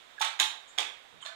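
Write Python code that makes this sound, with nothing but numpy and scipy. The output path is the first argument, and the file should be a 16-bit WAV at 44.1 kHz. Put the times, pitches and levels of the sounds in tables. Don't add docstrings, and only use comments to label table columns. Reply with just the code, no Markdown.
import sys
import numpy as np
from scipy import signal
from scipy.fft import rfft, irfft, next_fast_len
from scipy.io import wavfile
from scipy.ndimage import map_coordinates

SR = 44100
rng = np.random.default_rng(int(sys.argv[2]) if len(sys.argv) > 2 else 0)


def materialize(psi):
    bounded = np.clip(np.atleast_2d(psi).T, -1, 1)
    quanta = np.round(bounded * 32767).astype(np.int16)
    wavfile.write(sys.argv[1], SR, quanta)


def voltage_ratio(level):
    return 10 ** (np.asarray(level, float) / 20)


N = 59535

# start in [s],
# level in [dB], spray centre in [Hz], length in [s], spread in [octaves].
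SLAPS = [(0.195, -41.5, 4700, .015, 0.71), (0.207, -34.5, 1021, .008, 0.37),
         (0.212, -22.5, 2854, 0.011, 0.82), (0.2258, -24, 1990, 0.0043, 0.47),
         (.244, -27.5, 2856, 0.0098, 0.88), (.391, -29.5, 2160, 0.0078, 0.77),
         (0.3984, -13.5, 4377, 0.0035, 0.723), (.403, -23, 2697, .01, 0.899),
         (0.416, -27, 6850, .0045, 0.335), (0.426, -24, 3345, 0.0046, 0.48), (0.777, -31.5, 1346, 0.008, 1),
         (0.784, -30, 4340, 0.0096, 0.65), (0.7841, -20, 4000, .002, 0.59), (0.791, -31, 892, .006, .9),
         (0.801, -28.5, 3560, 0.0069, 0.754), (0.673, -54, 7190, 0.03, 0.092),
         (1.21, -52, 7670, .035, 0.12), (1.213, -50.5, 1450, 0.027, 0.28), (1.122, -52, 122.5, .03, 0.88),
         (1.2, -54.5, 3260, .025, 0.26), (1.249, -40.5, 1850, 0.01, 0.77),
         (1.2616, -30.5, 3860, 0.0016, 0.56), (1.264, -44, 2710, 0.018, 0.75)]
# start in [s], level in [dB], pitch in [Hz], t60 in [s].
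BUBBLES = [(0.18, -27.5, 1682, 0.083), (.1865, -20.5, 1600, 0.02), (.198, -61, 1590, 0.026),
           (.208, -13.5, 870, 0.033), (.216, -26.5, 895, 0.091), (0.217, -38, 1770, 0.018),
           (.221, -19.5, 1292, 0.057), (.226, -14.5, 2077, 0.035), (0.398, -10.5, 3018, 0.029),
           (.402, -23.5, 856, 0.1), (.405, -22, 340.6, 0.026), (0.403, -12.5, 1604, 0.037),
           (.426, -11.5, 3180, 0.033), (.386, -56, 5110, 0.058), (.785, 1, 3320, 0.0076),
           (.793, -22.5, 848, 0.047), (.783, -28.5, 702.4, 0.05), (0.828, -3.5, 2540, 0.0083),
           (1.219, -37, 3250, 0.038), (1.226, -24.5, 3070, 0.033), (1.254, -30, 4162, 0.091),
           (1.256, -36, 648, 0.095), (1.29, -41, 662, 0.17), (1.267, -27.5, 1740, 0.046),
           (1.296, -33, 1520, 0.057)]
# frequency in [Hz], gain in [dB].
RIGHT_PORT = [(30, -15.5), (200, -13.5), (700, -2), (2800, -5), (3700, 2.82), (4050, -4.5), (4450, -7),
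              (5700, -11.5)]
# frequency in [Hz], gain in [dB].
LEFT_OVER_RIGHT = [(150, -2), (400, -8.5), (2400, -17.5), (4200, -16.5), (4700, -44), (5000, -7), (5500, -0.63),
                   (15000, 2.6)]
# frequency in [Hz], correlation in [-1 to 1].
PORT_LIKENESS = [(60, -0.81), (700, -0.2), (1300, -0.38), (4400, 0.068)]
# frequency in [Hz], t60 in [s].
ROOM_T60 = [(200, 0.38), (800, 0.47), (2000, 0.45), (4000, 0.4), (8000, 0.33), (15000, 0.29)]
# frequency in [Hz], gain in [dB].
TREBLE = [(5700, -0.02), (7200, 3), (9000, -1.5), (10500, -4.5), (11200, -11), (12200, -7), (14600, -3),
          (15300, -5)]
# frequency in [Hz], gain in [dB].
LEFT_DIRECT = [(1000, -15), (4500, -33.5), (5300, 3.07)]
# frequency in [Hz], density in [dB per Hz].
LINGER_SPECTRUM = [(300, -23), (1500, -10), (3500, -4.5), (8000, -21), (15000, -35)]
# frequency in [Hz], density in [dB per Hz].
PUMP_SPECTRUM = [(30, 6), (70, -1), (300, -2.5), (800, -2.1), (2000, 0), (3600, -5.5), (7000, -13),
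                 (15000, -20)]
# time in [s], level in [dB].
PUMP_DRIFT = [(0, .1), (.7, .3), (1.35, -1.5)]

LINGER_DB, PUMP_DB, PUMP_SWAY_DB = -57.5, -48, 0.5
PITCH_RISE_PER_S, SOFT_START_S = 0.4, 0.002
SPRAY_LIFE_CYCLES, SPRAY_SCATTER_DB, PUFF_OVER_SPRAY_DB = 2.76, 2.5, 1
ROOM_DB, ROOM_GAP_S, BUBBLE_ROOM_DB, LEFT_LAG_S = 0.5, 0.0028, -2.5, 0.0003
TOP_HZ = 15600


def along(points, hz):
    f, v = np.transpose(points)
    return np.interp(np.log(hz + 1), np.log(f + 1), v)


def coloured(x, points):
    size = 2 * next_fast_len(N // 2 + 8192)
    gain = voltage_ratio(along(points, np.fft.rfftfreq(size, 1 / SR)))
    cepstrum = irfft(np.log(gain), size)
    cepstrum[1:size // 2] *= 2
    cepstrum[size // 2 + 1:] = 0
    return irfft(rfft(x, size) * np.exp(rfft(cepstrum)), size)[..., :N]


def diffuse_pair(seconds, t60=None):
    noise = rng.standard_normal((2, int(seconds * SR) + 256))
    hz, t, z = signal.stft(noise, SR, nperseg=256)
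    like = np.clip(along(PORT_LIKENESS, hz), -1, 1)[:, None]
    left = like * z[1] + np.sqrt(1 - like ** 2) * z[0]
    z = np.array([left, z[1]])
    if t60:
        z = z * voltage_ratio(-60 * t / along(t60, hz)[:, None])
    x = signal.istft(z, SR, nperseg=256)[1]
    return x / np.linalg.norm(x[1])


def add(track, start_s, sound):
    part = track[round(start_s * SR):][:len(sound)]
    part += sound[:len(part)]


def lingering():
    echo = coloured(diffuse_pair(N / SR, ROOM_T60)[:, :N], LINGER_SPECTRUM)
    return voltage_ratio(LINGER_DB) * echo / np.std(echo[1, :SR // 10])


def pump():
    s, db = np.transpose(PUMP_DRIFT)
    hiss = coloured(diffuse_pair(N / SR)[:, :N], PUMP_SPECTRUM)
    sway = map_coordinates(rng.standard_normal(20), [np.arange(N) * 9 / SR])
    level_db = np.interp(np.arange(N) / SR, s, db) + PUMP_DB + PUMP_SWAY_DB * sway
    return voltage_ratio(level_db) * hiss / np.std(hiss[1])


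def bubbles():
    out, t = np.zeros(N), np.arange(SR // 6) / SR
    soft_start = 1 - np.exp(-t / SOFT_START_S)
    for start_s, db, hz, t60_s in BUBBLES:
        phase = 2 * np.pi * (hz * (t + PITCH_RISE_PER_S * t ** 2 / 2) + rng.random())
        decay = voltage_ratio(db - 60 * t / t60_s)
        add(out, start_s, decay * soft_start * np.sin(phase))
    return out


def spray_grains(hz, length_s, octaves, size, count=120):
    t = np.arange(SR // 40) / SR
    when, drop_size = rng.random(count), rng.exponential(size=count)
    pitch = np.clip(hz * 2 ** (octaves * rng.standard_normal(count)), 60, SR / 3)[:, None]
    life = t * pitch / (SPRAY_LIFE_CYCLES * max(1, 0.8 / octaves - 1))
    envelope = life * np.exp(-2 * life) * np.sqrt(pitch)
    grains = voltage_ratio(SPRAY_SCATTER_DB * drop_size)[:, None] * np.sin(2 * np.pi * pitch * t) * envelope
    first = (when ** 1.8 * 1.5 * length_s * SR).astype(int)
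    place = first[:, None] + np.arange(len(t))
    return np.bincount(place.ravel(), grains.ravel(), size)[:size]


def puff_noise(hz, octaves, size):
    away = np.log2((np.fft.rfftfreq(size, 1 / SR) + 1) / hz) / octaves
    return irfft(rfft(rng.standard_normal(size)) * np.exp(-away ** 2 / 4), size)


def slaps():
    out, t = np.zeros(N), np.arange(SR // 8) / SR
    for start_s, db, hz, length_s, octaves in SLAPS:
        rise = 1 - np.exp(-t / (0.26 * length_s))
        spray = spray_grains(hz, length_s, octaves, len(t)) * rise
        puff = puff_noise(hz, octaves, len(t)) * rise * np.exp(-(t / length_s) ** 2)
        puff_part = voltage_ratio(PUFF_OVER_SPRAY_DB) * puff / np.linalg.norm(puff)
        mix = spray / np.linalg.norm(spray) + puff_part
        add(out, start_s, voltage_ratio(db) * mix * np.sqrt(length_s * SR))
    return out


def room(x):
    out, t = np.zeros((2, N)), np.arange(N) / SR
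    for start_s, end_s in [(0, 0.3), (0.3, 0.6), (0.6, 1), (1, 2)]:
        tail = diffuse_pair(0.7, ROOM_T60)
        tail_t = np.arange(tail.shape[1]) / SR
        tail = tail * (1 - np.exp(-(tail_t / (2 * ROOM_GAP_S)) ** 2))
        burst = x * (t >= start_s) * (t < end_s)
        out += signal.fftconvolve(burst[None], tail, axes=1)[:, :N]
    return out


def scene():
    background = lingering() + pump()
    air, spray = bubbles(), slaps()
    blows = spray + air
    left = -coloured(np.roll(blows, round(LEFT_LAG_S * SR)), LEFT_DIRECT)
    direct = np.array([left, blows])
    return direct + voltage_ratio(ROOM_DB) * room(spray + voltage_ratio(BUBBLE_ROOM_DB) * air) + background


def low_pass(x):
    return signal.sosfilt(signal.butter(12, 16510, fs=SR, output="sos"), x)


def record(dry):
    ports = np.array([coloured(dry[0], LEFT_OVER_RIGHT), dry[1]])
    ports = coloured(coloured(ports, RIGHT_PORT), TREBLE)
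    ports = irfft(rfft(ports) * (np.fft.rfftfreq(N, 1 / SR) < TOP_HZ), N)
    return low_pass(ports)


dry = scene()
out = record(dry)
materialize(out)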